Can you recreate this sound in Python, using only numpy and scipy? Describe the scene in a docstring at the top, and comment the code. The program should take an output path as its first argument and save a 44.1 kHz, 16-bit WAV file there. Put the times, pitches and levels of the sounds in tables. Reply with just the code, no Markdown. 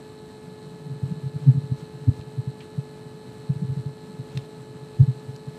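"""In a hall, a lectern microphone is adjusted while it is live on the public address system.
Each nudge booms dully through the stand as a swelling, dying low resonance with an overtone.
Fingers rustle faintly as shaped noise, and the holder clicks a few times in short noise bursts.
Under it the system hums in mains harmonics, buzzes twice a cycle in treble rings,
whines on one steady note and hisses in coloured noise."""
import sys
import numpy as np
from scipy import signal
from scipy.fft import rfft, irfft
from scipy.io import wavfile

SR = 44100
rng = np.random.default_rng(int(sys.argv[2]) if len(sys.argv) > 2 else 0)


def wav_out(sig):
    """Save sig, one row per channel (or a flat mono array), as 16-bit PCM at SR to the path in sys.argv[1]."""
    wavfile.write(sys.argv[1], SR, np.round(np.clip(np.atleast_2d(sig).T, -1, 1) * 32767).astype(np.int16))


N = 246078
TIME = np.arange(N) / SR  # s
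MAINS_HZ = 50.124


def amp(db):
    """Decibels to gain."""
    return 10 ** (np.asarray(db) / 20)


def evened(x):
    """Scales to an rms of 1."""
    return x / np.sqrt(np.mean(abs(x) ** 2) + 1e-20)


def noise(points):
    """Gaussian noise whose power density follows points of (frequency_hz, density_db_per_hz)."""
    hz, db = np.transpose(points)
    bins = np.fft.rfftfreq(N, 1 / SR) + 1
    colour = np.interp(np.log(bins), np.log(hz), db)
    white = rfft(rng.standard_normal(N))
    return irfft(white * amp(colour), N) * np.sqrt(SR / 2)


def drift(rate_hz):
    """Random wandering of rms 1: noise that rolls off smoothly around the given rate."""
    roll_off = np.exp(-(np.fft.rfftfreq(N, 1 / SR) / rate_hz) ** 2)
    return evened(irfft(rfft(rng.standard_normal(N)) * roll_off, N))


def add(mix, start_s, sound):
    """Mixes a sound in from start_s, cut off at the end of the mix."""
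    part = mix[round(start_s * SR):][:len(sound)]
    part += sound[:len(part)]


def hum(trim_db=-2.0, delay_s=0.00362):
    """Mains harmonics line up into one kick each half cycle."""
    # hum of the sound system: multiple of the mains, level_db (rms, before the trim)
    harmonics = [(4, -57.4), (5, -51.8), (6, -59.0), (7, -55.6), (8, -64.9), (9, -59.5), (10, -67.8),
                 (11, -62.8), (12, -66.6), (13, -65.1), (14, -71.1), (15, -65.7), (16, -71.2), (17, -66.4),
                 (18, -78.9), (19, -66.4), (20, -82.8), (21, -70.2), (23, -72.4), (24, -79.1), (25, -71.9),
                 (27, -79.6), (29, -79.3), (31, -76.8), (33, -81.7), (35, -83.2), (37, -84.3)]
    turns = MAINS_HZ * (TIME - delay_s)
    total = sum(amp(db) * np.cos(2 * np.pi * k * turns) for k, db in harmonics)
    return amp(trim_db) * np.sqrt(2) * total


def whine(trim_db=1, pitch_hz=429.87, waver_turns=0.0086):
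    """A steady electronic tone with clean overtones, all sharing one slight waver of phase."""
    # partials of the whine: multiple of the pitch, level_db (rms, before the trim)
    partials = [(1, -47.5), (2, -59), (3, -69.5), (4, -66), (5, -76.5), (6, -74.5), (7, -75)]
    turns = pitch_hz * TIME + waver_turns * drift(2.4)
    total = sum(amp(db) * np.cos(2 * np.pi * (k * turns + rng.random())) for k, db in partials)
    return amp(trim_db) * np.sqrt(2) * total


def buzz(beat_hz=15.5, beat_swing_rad=0.72, wander_rad=0.6):
    """Short treble rings locked to the mains, flipping sign each half cycle, with an uneven beat."""
    # switching spikes in every half cycle of the mains:
    # delay_s, ring_hz, half_length_s (to 1/e), level_db (rms), random share (0-1)
    spikes = [(.0089, 4084, 0.0009, -62, 0.31), (.0022, 3980, 0.0007, -69, 0.9),
              (0.011, 10970, 0.00038, -76, 0), (0.0022, 8060, 0.00049, -72, 0.83)]
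    out = np.zeros(N)
    for delay_s, ring_hz, half_length_s, db, share in spikes:
        halves = 2 * MAINS_HZ * (TIME - delay_s)
        nearest = np.round(halves)
        t = (halves - nearest) / (2 * MAINS_HZ)  # time from the nearest spike
        beat = 2 * np.pi * beat_hz * TIME + drift(2.3)
        strength = 1 + 0.25 * np.cos(beat + drift(10)) + 0.15 * drift(60)
        phase = beat_swing_rad * np.sin(beat) + wander_rad * drift(2.2) + np.pi * nearest
        sway = strength * np.exp(1j * phase)
        fizz = evened(drift(450) + 1j * drift(450))
        blend = np.sqrt(1 - share ** 2) * sway + share * fizz
        ring = (blend * np.exp(2j * np.pi * ring_hz * t)).real
        out += amp(db) * evened(ring * np.exp(-(t / half_length_s) ** 2))
    return out


def hiss(swell_db=0.68):
    """The rumble of the hall and the hiss of the amplifier, as one noise with a drifting level."""
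    # colour of rumble and hiss: frequency_hz, density_db_per_hz
    colour = [(25, -98), (60, -84), (155, -63.5), (215, -73.5), (300, -77), (600, -86), (1200, -90.5),
              (2500, -97), (4300, -99), (7100, -105), (7700, -99), (8800, -100), (9400, -109),
              (14300, -114)]
    return noise(colour) * amp(swell_db * drift(9.5))


def thumps(tail_db=-29, tail_t60_s=0.63):
    """Nudges and jiggles boom through the stand; the hall returns a faint tail of decaying noise."""
    # nudges of the microphone: peak_s, level_db (main push at its peak), pitch_hz,
    # rise_s (from half height), fall_s (to half height), rebound_db (relative to the push),
    # overtone_db (relative, before the overtone's trim)
    nudges = [(0.924, -25.5, 136, 0.025, 0.015, -25, -16.5),
              (1.0382, -15.5, 131, 0.0063, 0.0063, -8.5, -29),
              (1.1243, -19.5, 162.6, 0.013, 0.0046, -28, -26), (1.184, -28.5, 150, 0.0097, 0.011, -20, -28),
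              (1.245, -22.5, 137, 0.0089, 0.0058, 1.5, -37), (1.3646, -19, 139, 0.0063, 0.0079, -29, -31),
              (1.438, -27, 142, 0.0084, .008, -13, -17.5), (1.49, -4, 135.2, .015, 0.017, -29, -19.5),
              (1.56, -18.5, 144, 0.013, 0.0041, 4.5, -17), (1.6446, -23, 137, 0.0094, 0.0075, -10, -28),
              (1.723, -14.5, 130, 0.0055, 0.008, -13, -16), (1.83, -27, 147, 0.0046, .016, -14, -18.5),
              (2.0925, -7, 111.4, .011, 0.0056, -16, -12.5), (2.1975, -24.5, 121, 0.0085, 0.004, -7, -16),
              (2.3934, -18, 128, .011, .011, -25, -25), (2.479, -19, 138, 0.0043, 0.012, -16, -37),
              (2.7883, -16.7, 141.6, 0.0065, 0.0089, -22, -35), (3.068, -31, 145, 0.0069, .006, -20, -14),
              (3.5037, -12.5, 144, 0.0061, 0.0085, -13, -34), (3.566, -22.3, 145, .0042, 0.0077, -20, -34),
              (3.628, -18, 168, 0.007, 0.01, -3, -31), (3.703, -18, 128, 0.013, .007, -1.5, -26),
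              (3.7761, -19.5, 149, 0.0077, 0.0071, -3, -33), (3.866, -20.5, 137, .005, 0.0086, -19, -24),
              (4.2003, -25, 130.5, 0.0072, .012, -23, -12.5), (4.356, -25.5, 130, 0.0051, 0.0069, 7, -21),
              (4.763, -32, 144, 0.01, .006, -16, -23), (5.0108, -3, 123.4, 0.0095, 0.0087, -5.5, -29),
              (5.0865, -13, 134.4, 0.0057, 0.02, -25, -27), (5.2943, -25.5, 130, 0.0078, .012, -20, -21.5),
              (5.4856, -26.5, 137, .008, 0.0061, -32, -16.5)]
    out = np.zeros(N)
    for row in [*nudges, *jiggles()]:
        add(out, *nudge(*row))
    t = TIME[:SR]
    tail = rng.standard_normal(SR) * amp(-60 * t / tail_t60_s) * (t > 0.02)
    boom = signal.fftconvolve(out, tail / np.linalg.norm(tail))[:N]
    return out + amp(tail_db) * boom


def jiggles(count=120, rate_per_s=11, half_width_s=0.012):
    """Faint nudges at uneven moments for as long as the hand is on the stand."""
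    # the hand rests on the stand and jiggles it: start_s, end_s, typical level_db, typical pitch_hz
    handling = [(.45, 0.831, -37, 177), (0.828, 2.35, -32, 142.6), (2.35, 3.5, -39, 143),
                (3.5, 3.9, -33, 139), (3.9, 4.15, -36, 184), (4.15, 5.5, -38, 137.6)]
    spread_db, spread_octaves = 2.5, 0.16  # furthest either way
    rebound_db, overtone_db = -11.5, -21.5
    for k, (late, size, pitch) in enumerate(rng.uniform(-1, 1, (count, 3))):
        s = (k + late / 2) / rate_per_s
        for start_s, end_s, db, hz in handling:
            if start_s <= s < end_s:
                level_db = db + spread_db * size
                pitch_hz = hz * 2 ** (spread_octaves * pitch)
                yield s, level_db, pitch_hz, half_width_s, half_width_s, rebound_db, overtone_db


def nudge(peak_s, level_db, pitch_hz, rise_s, fall_s, rebound_db, overtone_db):
    """The hand pushes the stand, which then rocks back once at a pitch of its own."""
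    rebound_lag_s, rebound_hz = 0.022, 135.3
    rebound_rise_s, rebound_fall_s = 0.0087, 0.0087  # from and to half height
    t = np.arange(-0.06, 0.14, 1 / SR)
    first = push(t, pitch_hz, rise_s, fall_s, overtone_db)
    rebound = push(t - rebound_lag_s, rebound_hz, rebound_rise_s, rebound_fall_s, overtone_db)
    return peak_s + t[0], amp(level_db) * (first + amp(rebound_db) * rebound)


def push(t, pitch_hz, rise_s, fall_s, overtone_db, trim_db=-1, lead=0.26, sag=0.07, sag_s=0.011):
    """One push swells and dies in two low resonances of the stand, the main one peaking at t = 0."""
    second_hz = 247.7  # second resonance of the stand
    # the pitch sags a little as the hand lets go
    turn = 2 * np.pi * (t - sag * sag_s * np.log(np.cosh(t / sag_s)))
    # the overtone peaks early, while the hand still pushes; its lead is a share of the rise
    early = swell(t + lead * rise_s, rise_s, fall_s)
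    overtone = amp(overtone_db + trim_db) * early * np.cos(second_hz * turn)
    return swell(t, rise_s, fall_s) * np.cos(pitch_hz * turn) + overtone


def swell(t, rise_s, fall_s):
    """A bell-shaped rise from half height to 1 at t = 0, then a ringing decay's envelope."""
    rising = 2 ** -((t / rise_s) ** 2)
    falling = 1 / np.cosh(np.arccosh(2) * t / fall_s)
    return np.where(t < 0, rising, falling)


def rub(grain_db=2.5):
    """A faint rustle of fingers on the stand: grainy noise swelling and fading with each stroke."""
    # fingers sliding on the stand: middle_s, level_db (at the middle), width_s (at half height)
    slides = [(1.45, -53, .09), (1.8, -50.5, 0.084), (2.18, -52.5, .12), (4.36, -48, 0.17),
              (5.02, -52.5, 0.32), (5.56, -55, 0.16)]
    # colour of the rustle: frequency_hz, density_db_per_hz (only the shape counts)
    colour = [(200, 16), (700, 8.5), (1500, -1.5), (3500, -3), (5500, -9), (8000, -11), (14000, -22)]
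    strokes = sum(amp(db) * 2 ** -((2 * (TIME - s) / width_s) ** 2) for s, db, width_s in slides)
    return strokes * evened(noise(colour) * amp(grain_db * drift(200)))


def clicks():
    """Plastic slips in the holder: a narrow ring, a wider crack just after it, and a short tail."""
    # clicks of the holder: start_s, ring_db, ring_hz, crack_db, crack_hz, crack_spread_octaves, tail_db
    slips = [(1.787, -60, 6500, -50, 5500, .5, -64), (2.21, -50, 2700, -42, 3000, .7, -60),
             (2.6056, -36, 2480, -41, 4200, .25, -47.5), (4.3734, -23.5, 3560, -27, 2750, 1, -48),
             (5.361, -44, 4700, -39, 4200, 0.73, -62)]
    ring_octaves, ring_s = 0.19, 0.00095
    crack_lag_s, crack_s = 0.0007, 0.0017
    tail_octaves, tail_s = 0.35, 0.016
    out = np.zeros(N)
    for s, ring_db, ring_hz, crack_db, crack_hz, crack_octaves, tail_db in slips:
        add(out, s, amp(ring_db) * crack(ring_hz, ring_octaves, ring_s))
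        add(out, s + crack_lag_s, amp(crack_db) * crack(crack_hz, crack_octaves, crack_s))
        add(out, s, amp(tail_db) * crack(ring_hz, tail_octaves, tail_s))
    return out


def crack(hz, octaves, decay_s, attack_s=0.00058, size=4096):
    """A brief burst of noise in a bell-shaped band around one frequency."""
    t = TIME[:size]
    bins = np.fft.rfftfreq(size, 1 / SR) + 1
    bell = np.exp(-0.5 * (np.log2(bins / hz) / octaves) ** 2)
    band = irfft(rfft(rng.standard_normal(size)) * bell, size)
    burst = (1 - np.exp(-t / attack_s)) * np.exp(-t / decay_s)
    # every burst carries the energy of its envelope, however narrow the band
    return evened(band * burst) * np.sqrt(np.mean(burst ** 2))


def scene():
    """Everything meets in the one channel of the sound system."""
    system = hum() + whine() + buzz() + hiss()
    handled = thumps() + rub() + clicks()
    return (system + handled)[None]


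def record(dry, low_cut_hz=42, edge_hz=14800):
    """The low cut of the mixing desk, then the band limit of the recorder."""
    hz = np.fft.rfftfreq(N, 1 / SR)
    cut = irfft(rfft(dry) * (1 - np.exp(-(hz / low_cut_hz) ** 4)), N)
    band_limit = signal.firwin(511, edge_hz, window=("kaiser", 9), fs=SR)
    return signal.oaconvolve(cut, band_limit[None], "same")


dry = scene()
out = record(dry)
wav_out(out)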